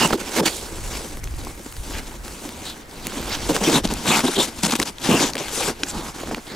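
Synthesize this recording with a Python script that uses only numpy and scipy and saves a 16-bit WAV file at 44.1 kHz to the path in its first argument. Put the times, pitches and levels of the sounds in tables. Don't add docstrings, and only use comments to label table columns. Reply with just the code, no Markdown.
import sys
import numpy as np
from scipy import signal
from scipy.fft import rfft, irfft
from scipy.io import wavfile
from scipy.ndimage import uniform_filter1d

SR = 44100
rng = np.random.default_rng(int(sys.argv[2]) if len(sys.argv) > 2 else 0)


def put_to_file(sound):
    columns = np.atleast_2d(sound).T
    safe = np.clip(columns, -1, 1)
    whole_steps = np.round(safe * 32767)
    wavfile.write(sys.argv[1], SR, whole_steps.astype(np.int16))


def volts_from_decibels(level):
    exponent = np.asarray(level, float) / 20
    return 10 ** exponent


N = 288987

# time_s, left_right_db
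EDGE_PAN = [
    (0.0, -4.5),
    (0.53, -4),
    (0.88, 0.5),
    (2.94, 0.5),
    (3.26, -2),
    (3.67, 2),
    (5.64, 4),
    (5.89, 0),
    (6.55, -0.5),
]


def evened(x):
    return x / np.sqrt(np.mean(x ** 2) + 1e-20)


def read(points, hz):
    f, value = np.transpose(points)
    return np.interp(np.log(hz + 1), np.log(f + 1), value)


def curves(rows):
    s, *columns = np.transpose(rows)
    return [np.interp(np.arange(N) / SR, s, c) for c in columns]


def colour(x, points):
    hz = np.fft.rfftfreq(N, 1 / SR)
    octaves_below = np.maximum(np.log2(points[0][0] / (hz + 1)), 0)
    octaves_above = np.maximum(np.log2((hz + 1) / points[-1][0]), 0)
    gain_db = read(points, hz) - 27 * (octaves_below + octaves_above)
    return irfft(rfft(x) * volts_from_decibels(gain_db), N)


def resonate(x, hz, width):
    turn = np.exp(2j * np.pi * np.cumsum(hz * np.ones(x.shape[-1])) / SR)
    r = np.exp(-np.pi * width / SR)
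    return 2 * (turn * signal.lfilter([1 - r], [1, -r], x / turn)).real


def clumps(ms):
    size = max(round(ms * SR / 1000), 2)
    once = uniform_filter1d(rng.standard_normal(N), size)
    return evened(uniform_filter1d(once, size))


def cracks(per_s, spread_db, clump_db):
    sign = rng.choice([-1., 1.], (2, N))
    size = sign * volts_from_decibels(spread_db * np.minimum(rng.exponential(1, (2, N)), 5))
    happens = rng.random((2, N)) < per_s / SR
    return evened(size * happens * volts_from_decibels(clump_db))


def slope(s, hold, rise_db_s, fall_db_s, t):
    return -rise_db_s * np.maximum(s - t, 0) - fall_db_s * np.maximum(t - s - hold, 0)


def ports(pair, pan_db):
    likeness = [(60, 1), (180, 1), (400, 1), (750, .82), (1650, 0.86), (4970, 0.86), (15000, 0.66)]  # freq_hz, left_right_likeness
    lead_angle = [(0, 0), (2330, 0.19), (3790, 0.45), (8100, 0.43), (9390, 0.52), (14800, 0.51),
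                  (16500, 0.0)]
    tilt = [(60, 0.5), (380, -1), (2380, -0.5), (15000, 1.5)]  # freq_hz, left_right_db
    hz = np.fft.rfftfreq(N, 1 / SR)
    same = np.clip(read(likeness, hz), 0, 1)
    lead = np.exp(.5j * read(lead_angle, hz)) * volts_from_decibels(read(tilt, hz) / 2)
    mid = rfft(pair[0]) * np.sqrt((1 + same) / 2)
    side = rfft(pair[1]) * np.sqrt((1 - same) / 2)
    both = irfft(np.array([(mid + side) * lead, (mid - side) / lead]), N)
    return both * volts_from_decibels(np.outer([.5, -.5], pan_db))


def hiss():
    spectrum = [(300, 26.5), (2000, 25), (9000, -5), (13000, -12), (16000, -24)]  # freq_hz, density_db
    level_db = -47
    return volts_from_decibels(level_db) * evened(colour(rng.standard_normal((2, N)), spectrum))


def wind():
    spectrum = [(15, -2), (33, -2.5), (45, -2), (80, -7), (120, -12), (250, -39)]  # freq_hz, density_db
    # time_s, level_db
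    gusts = [(.6, -44), (.88, -25.5), (1.17, -36), (1.26, -28.5), (1.39, -30), (1.8, -33.5), (2.0, -31),
             (2.24, -31), (3.3, -34), (3.47, -26), (3.94, -29), (4.65, -45), (3.05, -39), (5.25, -50),
             (6.0, -34), (6.33, -36), (5.67, -38)]
    calm_db, rise_db_s, fall_db_s = -43, 74, 110
    shared, apart = rng.standard_normal((2, N)) * volts_from_decibels(2.0 * clumps(69))
    apart = 0.4 * (apart - uniform_filter1d(apart, size=500))
    t = np.arange(N) / SR
    power = volts_from_decibels(2 * calm_db)
    power = power + sum(volts_from_decibels(2 * (db + slope(s, 0, rise_db_s, fall_db_s, t))) for s, db in gusts)
    pair = np.array([shared + apart, shared - apart])
    return np.sqrt(power) * evened(colour(pair, spectrum))


def jolts():
    # time_s, peak_db, centre_hz
    flakes = [(1.124, -32, 14000), (1.171, -24, 9000), (1.241, -19, 8100), (1.255, -33, 7000),
              (1.281, -35, 3000), (1.348, -28, 6500), (1.366, -30, 8500), (1.392, -25, 8000),
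              (1.449, -21, 8100), (1.487, -27, 8500), (1.7235, -25, 13000), (2.4365, -28, 7600),
              (3.875, -16, 4500), (3.889, -20, 4800), (3.906, -19, 3700), (3.911, -26, 7000),
              (3.9385, -8, 6800), (3.9383, -25, 10500), (4.183, -13, 7000), (4.192, -11, 1500),
              (4.203, -13, 8000), (4.404, -7, 3400), (4.669, -11, 6500), (4.697, -14, 2900),
              (4.722, -10, 4000), (4.7548, -9, 7000), (5.3345, -13, 4500), (5.345, -29, 7800),
              (5.355, -13, 6000), (5.483, -16, 5000), (5.74, -31, 3500), (5.912, -21, 4000),
              (6.152, -30, 1200), (.075, -10, 8000), (.127, -12, 2500), (4.636, -11, 3000),
              (4.645, -8, 3300), (4.651, -10, 6000), (4.661, -10, 3500), (4.709, -9, 7300),
              (4.713, -11, 3400), (4.737, -11, 1200), (4.8, -10, 1400), (6.347, -21, 4000),
              (1.171, -31, 1500), (2.912, -29, 4000), (3.062, -22, 3000), (3.08, -27, 2500),
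              (3.122, -20, 1200), (4.984, -18.5, 3370), (6.192, -26, 900), (6.208, -26, 1200),
              (6.273, -25, 1000), (6.29, -24, 800), (6.325, -22, 500), (6.344, -25, 600), (6.37, -27, 600),
              (6.382, -26, 1500), (6.469, -27, 3500)]
    # time_s, peak_db, pitch_hz
    thumps = [(0.13, -27, 143), (0.13, -18, 297), (0.37, -11, 472), (0.454, -11, 336), (1.44, -28, 305),
              (2.487, -26, 248), (3.066, -20, 237), (3.266, -23, 264), (3.49, -23, 564), (3.492, -6, 313),
              (3.548, -11.5, 469), (3.615, -10, 205), (3.673, -3.5, 342), (3.842, -12, 200),
              (3.916, -23, 260), (4.042, -21, 168), (4.083, -9, 168), (4.239, -2.5, 266), (4.28, -11, 355),
              (4.382, -5, 255), (4.635, -5.5, 188), (4.728, -15.5, 245), (4.797, -16, 321),
              (4.882, -23, 195), (5.041, -23, 304), (5.088, -5.5, 229), (5.35, -20, 432), (5.613, -17, 505),
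              (5.833, -21, 287), (6.267, -26, 232)]
    flake_t60_s, flake_width = .007, .7
    thump_rise_s, thump_t60_s, thump_db = 0.0042, 0.092, -3.5
    out, t = np.zeros(N + SR), np.arange(4000) / SR
    t_flake = t[:600]
    flake_fade = volts_from_decibels(-60 * t_flake / flake_t60_s)
    for (s, db, hz), puff in zip(flakes, rng.standard_normal((len(flakes), 600))):
        burst = (puff + 2 * (t_flake == 0)) * flake_fade
        tick = resonate(resonate(burst, hz, flake_width * hz), hz, hz)
        out[round(s * SR):][:600] += volts_from_decibels(db) * tick / abs(tick).max()
    for s, db, hz in thumps:
        pair = np.sin(2 * np.pi * hz * t * (1 - 1.43 * t)) + 0.38 * np.sin(2 * np.pi * 1.37 * hz * t)
        envelope = volts_from_decibels(db + thump_db - 60 * t / thump_t60_s) * np.minimum(t / thump_rise_s, 1)
        out[round(s * SR):][:4000] += envelope * pair
    return out[:N]


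def ice_knock(t):
    modes = [(320, 0, 0.033), (850, 0, .012), (1590, 10.5, 0.0095), (1950, 7, .009), (2400, 8, 0.011),
             (4000, 10.5, 0.0078), (4800, 9, 0.0097), (5500, 3, 0.024), (6240, -4, 0.026), (6860, -1, 0.03),
             (7800, -2, .008), (8985, -4, 0.024), (10500, -3, .009), (13500, -16, .009)]
    knock = sum(volts_from_decibels(db - 60 * t / t60) * np.sin(2 * np.pi * hz * t) for hz, db, t60 in modes)
    knock -= volts_from_decibels(16.0 - 60 * t / 0.0045) * np.sin(2 * np.pi * 3000 * t * (1 + 30 * t))
    return knock * np.minimum(t / 0.00061, 1)


def dry_click(t):
    x = 2 * np.pi * 5500 * t
    return np.exp(-x) * x * np.e - .12 * np.exp(-t / .0008)


def snaps():
    # time_s, peak_db, centre_hz, thud_above_snap_db
    bright_snaps = [(1.1721, -28, 2080, 1), (1.274, -25, 2270, -9), (1.725, -27, 6600, -20),
                    (1.767, -24.5, 4700, -14), (2.280, -23, 2400, -25), (3.069, -11, 9000, -17),
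                    (3.5642, -9.5, 2730, -8), (3.8524, -11.5, 2540, -24), (4.2055, -9, 2310, -25),
                    (4.754, -9, 2630, -3), (4.7995, -5, 4800, -13), (4.817, -9.5, 3900, -27),
                    (4.828, -10.5, 3580, -26), (5.3541, -11.5, 2530, -5), (5.3685, -15, 2500, -33),
                    (5.3801, -15, 3140, -26), (5.483, -18, 3580, -26), (6.3463, -15.5, 2090, -23)]
    # time_s, peak_db, centre_hz, thud_above_snap_db
    dull_snaps = [
        (0.107, -13, 700, -11),
        (0.132, -6, 1030, -3),
        (0.783, -25, 595, -9),
        (1.339, -28, 895, 0),
        (1.47, -25, 834, -12),
        (6.235, -20.5, 635, -31),
        (6.312, -17, 646, -10),
    ]
    lumps = bright_snaps + dull_snaps
    out, t = np.zeros(N + SR), np.arange(1500) / SR
    for (s, peak_db, hz, thud_db), puff in zip(lumps, rng.standard_normal((len(lumps), 1500))):
        burst = 0.47 * puff * volts_from_decibels(-60 * t / 0.0082) + (t == 0)
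        tick = resonate(resonate(burst, hz, .7 * hz), hz, 1.4 * hz)
        tick = tick + .5 * resonate(resonate(burst, .3 * hz, 2 * hz), .3 * hz, 2 * hz)
        thud = np.sin(2 * np.pi * 320 * t) * volts_from_decibels(thud_db - 60 * t / 0.02) * np.minimum(t / 0.0023, 1)
        out[round(s * SR):][:1500] += volts_from_decibels(peak_db + 3.5) * (tick / abs(tick).max() + thud)
    knock_s, knock_db, click_s, click_db = 5.8337, -5.5, 2.4915, -11
    out[round(knock_s * SR):][:1500] += volts_from_decibels(knock_db - 13.0) * ice_knock(t)
    out[round(click_s * SR):][:1500] += volts_from_decibels(click_db) * dry_click(t)
    out = out[:N] + jolts()
    return ports(np.array([out, .5 * np.roll(out, shift=9)]), curves(EDGE_PAN)[0])


def blade(jerk, low_db, high_db):
    low_modes = [(170.4, 60, 1), (225.2, 36.4, 1.5), (272, 88, -1), (332.3, 52, -0.5), (400, 97, -2.5),
                 (460, 60, -4), (526, 48, -2)]
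    high_modes = [(670, 320, -1.5), (795, 208, 5.5), (923, 100, 4.5), (1062, 203, 2), (1236, 270, -7),
                  (1473, 210, -1.5)]
    # time_s, pitch_hz
    grip = [(0, 312), (.41, 400), (1, 307), (3.4, 274), (3.56, 420), (3.76, 288), (4.05, 174), (4.2, 307),
            (4.4, 333), (4.64, 202), (4.8, 290), (5.1, 260), (5.66, 420), (5.96, 208), (6.3, 295),
            (6.55, 250)]
    grip_hz = curves(grip)[0]
    out = np.zeros((2, N))
    for modes, level_db, per_s, favour in (low_modes, low_db, 900, 7.0), (high_modes, high_db, 1500, 0):
        shared, force = cracks(per_s, 3.47, 1.0 * jerk), volts_from_decibels(level_db)
        shares = np.array([volts_from_decibels(db - favour * abs(np.log2(hz / grip_hz))) for hz, width, db in modes])
        shares /= np.linalg.norm(shares, axis=0)
        rings = np.zeros((2, N))
        for (hz, width, db), share in zip(modes, shares):
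            own = 1.19 * cracks(per_s, 4.2, 1.8 * jerk)
            push = force * share * (shared + own)
            rings += resonate(resonate(push, hz, 3 * width), hz, width)
        out += evened(rings) * np.sqrt(np.mean(force ** 2))
    return ports(out, np.zeros(N))


def chips():
    rattle = rng.standard_normal(130) * signal.windows.hann(130)
    total = np.zeros((2, N))
    for hz in np.geomspace(1700, 9500, 9):
        hits = signal.oaconvolve(cracks(90, 3.2, 0), rattle[None], axes=1)[:, :N]
        total += resonate(hits, hz, 0.4 * hz) / np.sqrt(hz)
    return evened(total)


def patched(x):
    z = signal.stft(x, nperseg=256)[2]
    field = rng.standard_normal(z.shape[1:])
    for _ in range(2):
        field = uniform_filter1d(field, size=4, axis=0)
        field = uniform_filter1d(field, size=7, axis=1)
    patch_db = 2 * evened(field)
    return evened(signal.istft(z * volts_from_decibels(patch_db), nperseg=256)[1][:, :N])


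def judder(force_db):
    slips_per_s, hard_db = 190, -24.5
    turns = np.cumsum(slips_per_s * volts_from_decibels(4.0 * clumps(6))) / SR
    size = volts_from_decibels(3.4 * np.minimum(rng.exponential(1, N), 4))
    kicks = -np.diff(np.floor(turns), prepend=0) * size
    kicks = evened(resonate(kicks, 1710, 2400))
    kicks -= uniform_filter1d(kicks, size=80)
    level_db = -7.5 + .5 * np.minimum(force_db - hard_db, 0)
    return volts_from_decibels(level_db) * np.array([kicks, .3 * np.roll(kicks, shift=7)])


def grit(jerk, force_db, powder_db):
    crystal_spectrum = [(1350, -3), (1550, -5.5), (1800, -9.5), (2150, -2.5), (2700, -2.5), (3600, -2.5),
                        (5000, -5), (6000, -8), (7000, -13.5)]
    powder_spectrum = [(5000, -11.5), (6000, -2), (8000, 0.5), (10500, -5.5), (13000, -17.5), (16000, -30)]  # freq_hz, density_db
    dust_spectrum = [(10000, -4), (12500, -4), (14500, -1.5), (16000, -9)]  # freq_hz, density_db
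    # start_s, length_s, pitch_hz, width_hz, level_above_crystals_db
    songs = [(0, 0.088, 2810, 252, -3), (0.44, 0.1, 4480, 400, -7), (0.49, 0.16, 4000, 1200, -2.5),
             (1.202, 0.044, 2190, 300, 2), (1.375, 0.26, 2210, 350, -7.5), (2.64, 0.11, 3830, 800, 0.5),
             (5.253, 0.045, 6500, 1500, -2), (3.734, 0.046, 3720, 500, -0.5), (4.086, 0.12, 1080, 338, -2),
             (5.89, 0.26, 960, 400, -1), (4.062, 0.068, 3750, 600, -3.5), (4.1, 0.07, 2450, 600, 0),
             (5.1, .08, 950, 300, -2), (0, .07, 1000, 300, -1), (4.26, 0.033, 3730, 500, 1.5),
             (4.347, 0.083, 3560, 594, 5.5), (5.095, 0.097, 2760, 330, 0.5), (5.876, 0.033, 7500, 900, -1),
             (5.198, 0.052, 6630, 900, -6), (5.205, 0.096, 3320, 400, -11), (3.628, .06, 5700, 700, -6.5),
             (3.638, 0.049, 3280, 500, -4.5), (3.66, .04, 2500, 400, -3), (3.759, 0.032, 870, 149, -2),
             (4.37, 0.056, 890, 150, -0.5), (4.07, 0.066, 7300, 900, -7), (6.464, 0.096, 1900, 330, -2.5),
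             (6.465, 0.077, 4000, 900, -3.5)]
    train = cracks(9000, 1.5, 0.79 * jerk + 0.5 * clumps(2.1))
    body = patched(evened(evened(colour(train, crystal_spectrum)) + 0.52 * chips()))
    for s, length, hz, width, db in songs:
        part = slice(round(s * SR), round((s + length) * SR))
        ring = evened(resonate(resonate(train[:, part], hz, 1.3 * width), hz, 3 * width))
        body[:, part] += volts_from_decibels(db) * ring * signal.windows.tukey(ring.shape[1], .5)
    fizz = patched(colour(train + 0.61 * cracks(8000, 6.4, 4.6 * jerk), powder_spectrum))
    dust_db = -54.5 + 0.43 * (force_db + powder_db + 47.5)
    dust = volts_from_decibels(dust_db) * evened(colour(train, dust_spectrum))
    crunch = volts_from_decibels(force_db) * (body + judder(force_db) + volts_from_decibels(powder_db) * fizz)
    return ports(crunch + dust, curves(EDGE_PAN)[0])


def effort():
    # time_s, crystals_db, blade_db, powder_above_crystals_db
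    drag = [(0.0, -38, -35, -9), (0.853, -42.5, -41, -1), (1.047, -39, -36, -2.5),
            (1.24, -50.5, -48.5, -0.5), (1.76, -48.5, -48.5, 2.5), (2.16, -44, -41.5, -5),
            (2.61, -42, -40, -6), (2.852, -48, -44.5, -9), (3.16, -36, -35.5, -7),
            (3.959, -37.5, -36.5, -14), (4.36, -30.5, -37.5, -2), (4.542, -44.5, -44.5, -8),
            (4.992, -54, -50, -10), (5.394, -33, -38, -7), (5.809, -40.5, -38, -10), (6.351, -41, -54, -19),
            (6.479, -53.5, -58.0, 5.5), (6.55, -40, -30.5, -30)]
    # full_force_s, hold_s, crystals_db, blade_db, powder_above_crystals_db
    shoves = [(0.285, 0.0092, -34.5, -36, -6), (0.363, 0.042, -24.0, -25, -5.5),
              (1.136, 0.042, -57, -40, -9), (1.941, 0.05, -34, -36, -12), (2.443, 0.018, -43, -35.5, 3),
              (2.657, 0.052, -38.5, -45, -2.5), (3.324, 0.029, -26, -40, -28),
              (3.729, 0.054, -22.5, -18.5, -4), (4.086, 0.13, -21.5, -23, -6),
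              (4.406, 0.043, -26, -35.5, -1.5), (4.582, 0.03, -40, -42, -3),
              (4.868, 0.036, -32.5, -37.5, -4.5), (5.051, 0.15, -26.5, -28.5, -7),
              (5.55, 0.036, -33.5, -34, 5), (5.6, 0.099, -27, -31, -4), (5.895, 0.011, -34.5, -55.5, -1.5),
              (6.049, 0.072, -38, -39.5, -5)]
    # start_s, hold_s, crystals_db, blade_db, powder_above_crystals_db
    slides = [(0.499, 0.086, -42.5, -59, 7), (0.91, 0.064, -35, -44, -8), (2.25, 0.081, -56, -48, 10),
              (3.161, 0.017, -43, -32.5, 1), (3.972, 0.0066, -42, -37, -2), (4.229, 0.035, -30, -44, -4),
              (5.203, 0.026, -22, -22.5, -8.5), (5.36, 0.023, -31, -44, -23),
              (5.948, 0.039, -38, -31, -5.5), (6.16, 0.065, -42, -36.5, -4),
              (6.471, 0.058, -43, -39.5, -17)]
    # start_s, hold_s, crystals_db, blade_db
    hard_jabs = [(0.0, 0.06, -21.5, -19), (0.103, 0.012, -35, -24), (.14, .017, -34.5, -30),
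                 (0.129, 0.0045, -27.5, -16), (0.201, 0.012, -35, -30), (0.39, 0.031, -54, -15),
                 (0.458, 0.022, -19.5, -27.5), (3.493, 0.014, -26.5, -16.5), (3.548, 0.012, -23.5, -22),
                 (3.609, 0.016, -31.5, -27.5), (3.637, 0.03, -25, -26.5), (3.67, 0.035, -28, -18.5),
                 (3.84, 0.011, -25.5, -16.5), (3.905, 0.019, -35, -23.5), (4.048, 0.094, -45, -25),
                 (4.233, 0.012, -43, -17), (4.281, 0.005, -32, -20.5), (4.368, 0.037, -37, -19),
                 (4.635, 0.0023, -21, -27), (4.644, 0.023, -23, -27), (4.681, 0.017, -30, -25),
                 (4.707, 0.031, -24.5, -37), (4.727, 0.0027, -34, -20), (4.755, 0.011, -25.5, -39),
                 (4.796, 0.0024, -26.5, -18), (4.82, 0.007, -25, -27.5), (5.088, 0.067, -32.5, -15),
                 (5.297, 0.033, -31.5, -27.5), (5.402, 0.0045, -45.5, -25), (5.678, 0.022, -46, -24.5),
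                 (6.317, 0.013, -41.5, -26.5)]
    # start_s, hold_s, crystals_db, blade_db
    light_nudges = [(.435, .015, -36, -40), (.085, .02, -35, -36), (0.653, 0.019, -40, -50),
                    (0.844, 0.047, -41, -44), (1.237, 0.0052, -45, -41), (1.386, 0.028, -44, -36),
                    (1.434, 0.075, -46.5, -40), (1.59, 0.004, -52, -34), (1.659, 0.0049, -43, -38),
                    (1.84, 0.072, -42, -39), (2.07, 0.0089, -42.5, -43), (2.414, 0.0091, -61, -46),
                    (3.052, 0.015, -41, -41), (3.276, 0.005, -39, -29.5), (3.425, 0.16, -37.5, -51),
                    (3.59, .03, -38, -34), (4.473, 0.017, -37.5, -35), (5.35, 0.003, -41, -16),
                    (6.273, 0.02, -44.5, -32), (6.372, 0.0086, -49, -31)]
    # start_s, hold_s, depth_db
    catches = [
        (0.416, 0.004, 5.5),
        (1.2, 0.029, 5),
        (2.175, 0.056, 6.5),
        (3.819, 0.021, 9),
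        (4.205, 0.025, 8),
        (4.837, 0.005, 3),
        (5.319, 0.0078, 13.5),
        (5.349, 0.017, 14.5),
        (5.737, 0.047, 7.5),
        (6.112, 0.023, 7.5),
    ]
    # start_s, hold_s, depth_db
    skips = [(.079, .02, -8), (0.158, .014, 7), (0.41, .012, 11.5), (0.485, 0.0046, 3.5), (2.833, .06, 3.5),
             (3.508, .02, 1), (3.862, 0.0069, 5), (4.188, 0.0033, 4), (4.196, .004, 5), (4.374, 0.0027, 9),
             (4.466, .006, 3.5), (4.655, .002, 6), (4.716, .003, 6), (4.669, .006, 8.5), (4.703, .003, 4),
             (4.74, 0.0097, 5.5), (4.765, 0.0099, 7), (4.804, .007, -2), (4.838, .012, 6),
             (4.899, 0.018, 9.5), (5.313, .01, 3)]
    t = np.arange(0, N / SR + .002, .001)
    s, crystals_db, blade_db, powder_db = np.transpose(drag)
    levels = (crystals_db, blade_db, crystals_db + powder_db)
    power = np.array([volts_from_decibels(2 * np.interp(t, s, db)) for db in levels])
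    jabs = [(*row, -4.5) for row in hard_jabs]
    nudges = [(*row, -4.5) for row in light_nudges]
    quicker = np.array([[1.16], [1], [1.16]])
    for rows, rise, fall in (shoves, 307, 640), (slides, 400, 171), (jabs, 1900, 693), (nudges, 900, 693):
        for s, hold, crystals_db, blade_db, powder_db in rows:
            full_db = np.array([[crystals_db], [blade_db], [crystals_db + powder_db]])
            power += volts_from_decibels(2 * (full_db + slope(s, hold, rise, fall * quicker, t)))
    stall_db = sum(np.maximum(db + slope(s, hold, 700, 700, t), 0) for s, hold, db in catches)
    skip_db = sum(np.maximum(db + slope(s, hold, 4000, 1500, t), 0) for s, hold, db in skips)
    net_db = 10 * np.log10(power) - stall_db - np.outer([1, .3, 1], skip_db)
    return [np.interp(np.arange(N) / SR, t, db) for db in net_db]


def scene():
    jerk = evened(clumps(4.0) + .5 * clumps(8.6))
    crystals_db, blade_db, powder_db = effort()
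    upper_share = 0.55
    upper_db = -3 + upper_share * crystals_db + (1 - upper_share) * blade_db
    background = hiss() + wind()
    shovel = snaps() + blade(jerk, blade_db, upper_db)
    return background + shovel + grit(jerk, crystals_db, powder_db - crystals_db)


def roll_off(x):
    return signal.sosfilt(signal.butter(12, 16000, fs=SR, output="sos"), x)


def record(dry):
    limited = 0.81 * np.tanh(dry / 0.87)
    edge = signal.firwin(511, 15850, window=("kaiser", 7), fs=SR)[None]
    narrower = signal.convolve(edge, signal.firwin(21, 15000, fs=SR)[None])
    recent = signal.lfilter([1 / SR], [1, 1 / SR - 1], (limited ** 2).mean(0))
    lost = np.clip((10 * np.log10(recent + 1e-9) + 24.5) / 2, 0, .8)
    full = signal.oaconvolve(limited, edge, "same")
    dulled = signal.oaconvolve(limited, narrower, "same")
    return roll_off((1 - lost) * full + lost * dulled)


dry = scene()
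out = record(dry)
put_to_file(out)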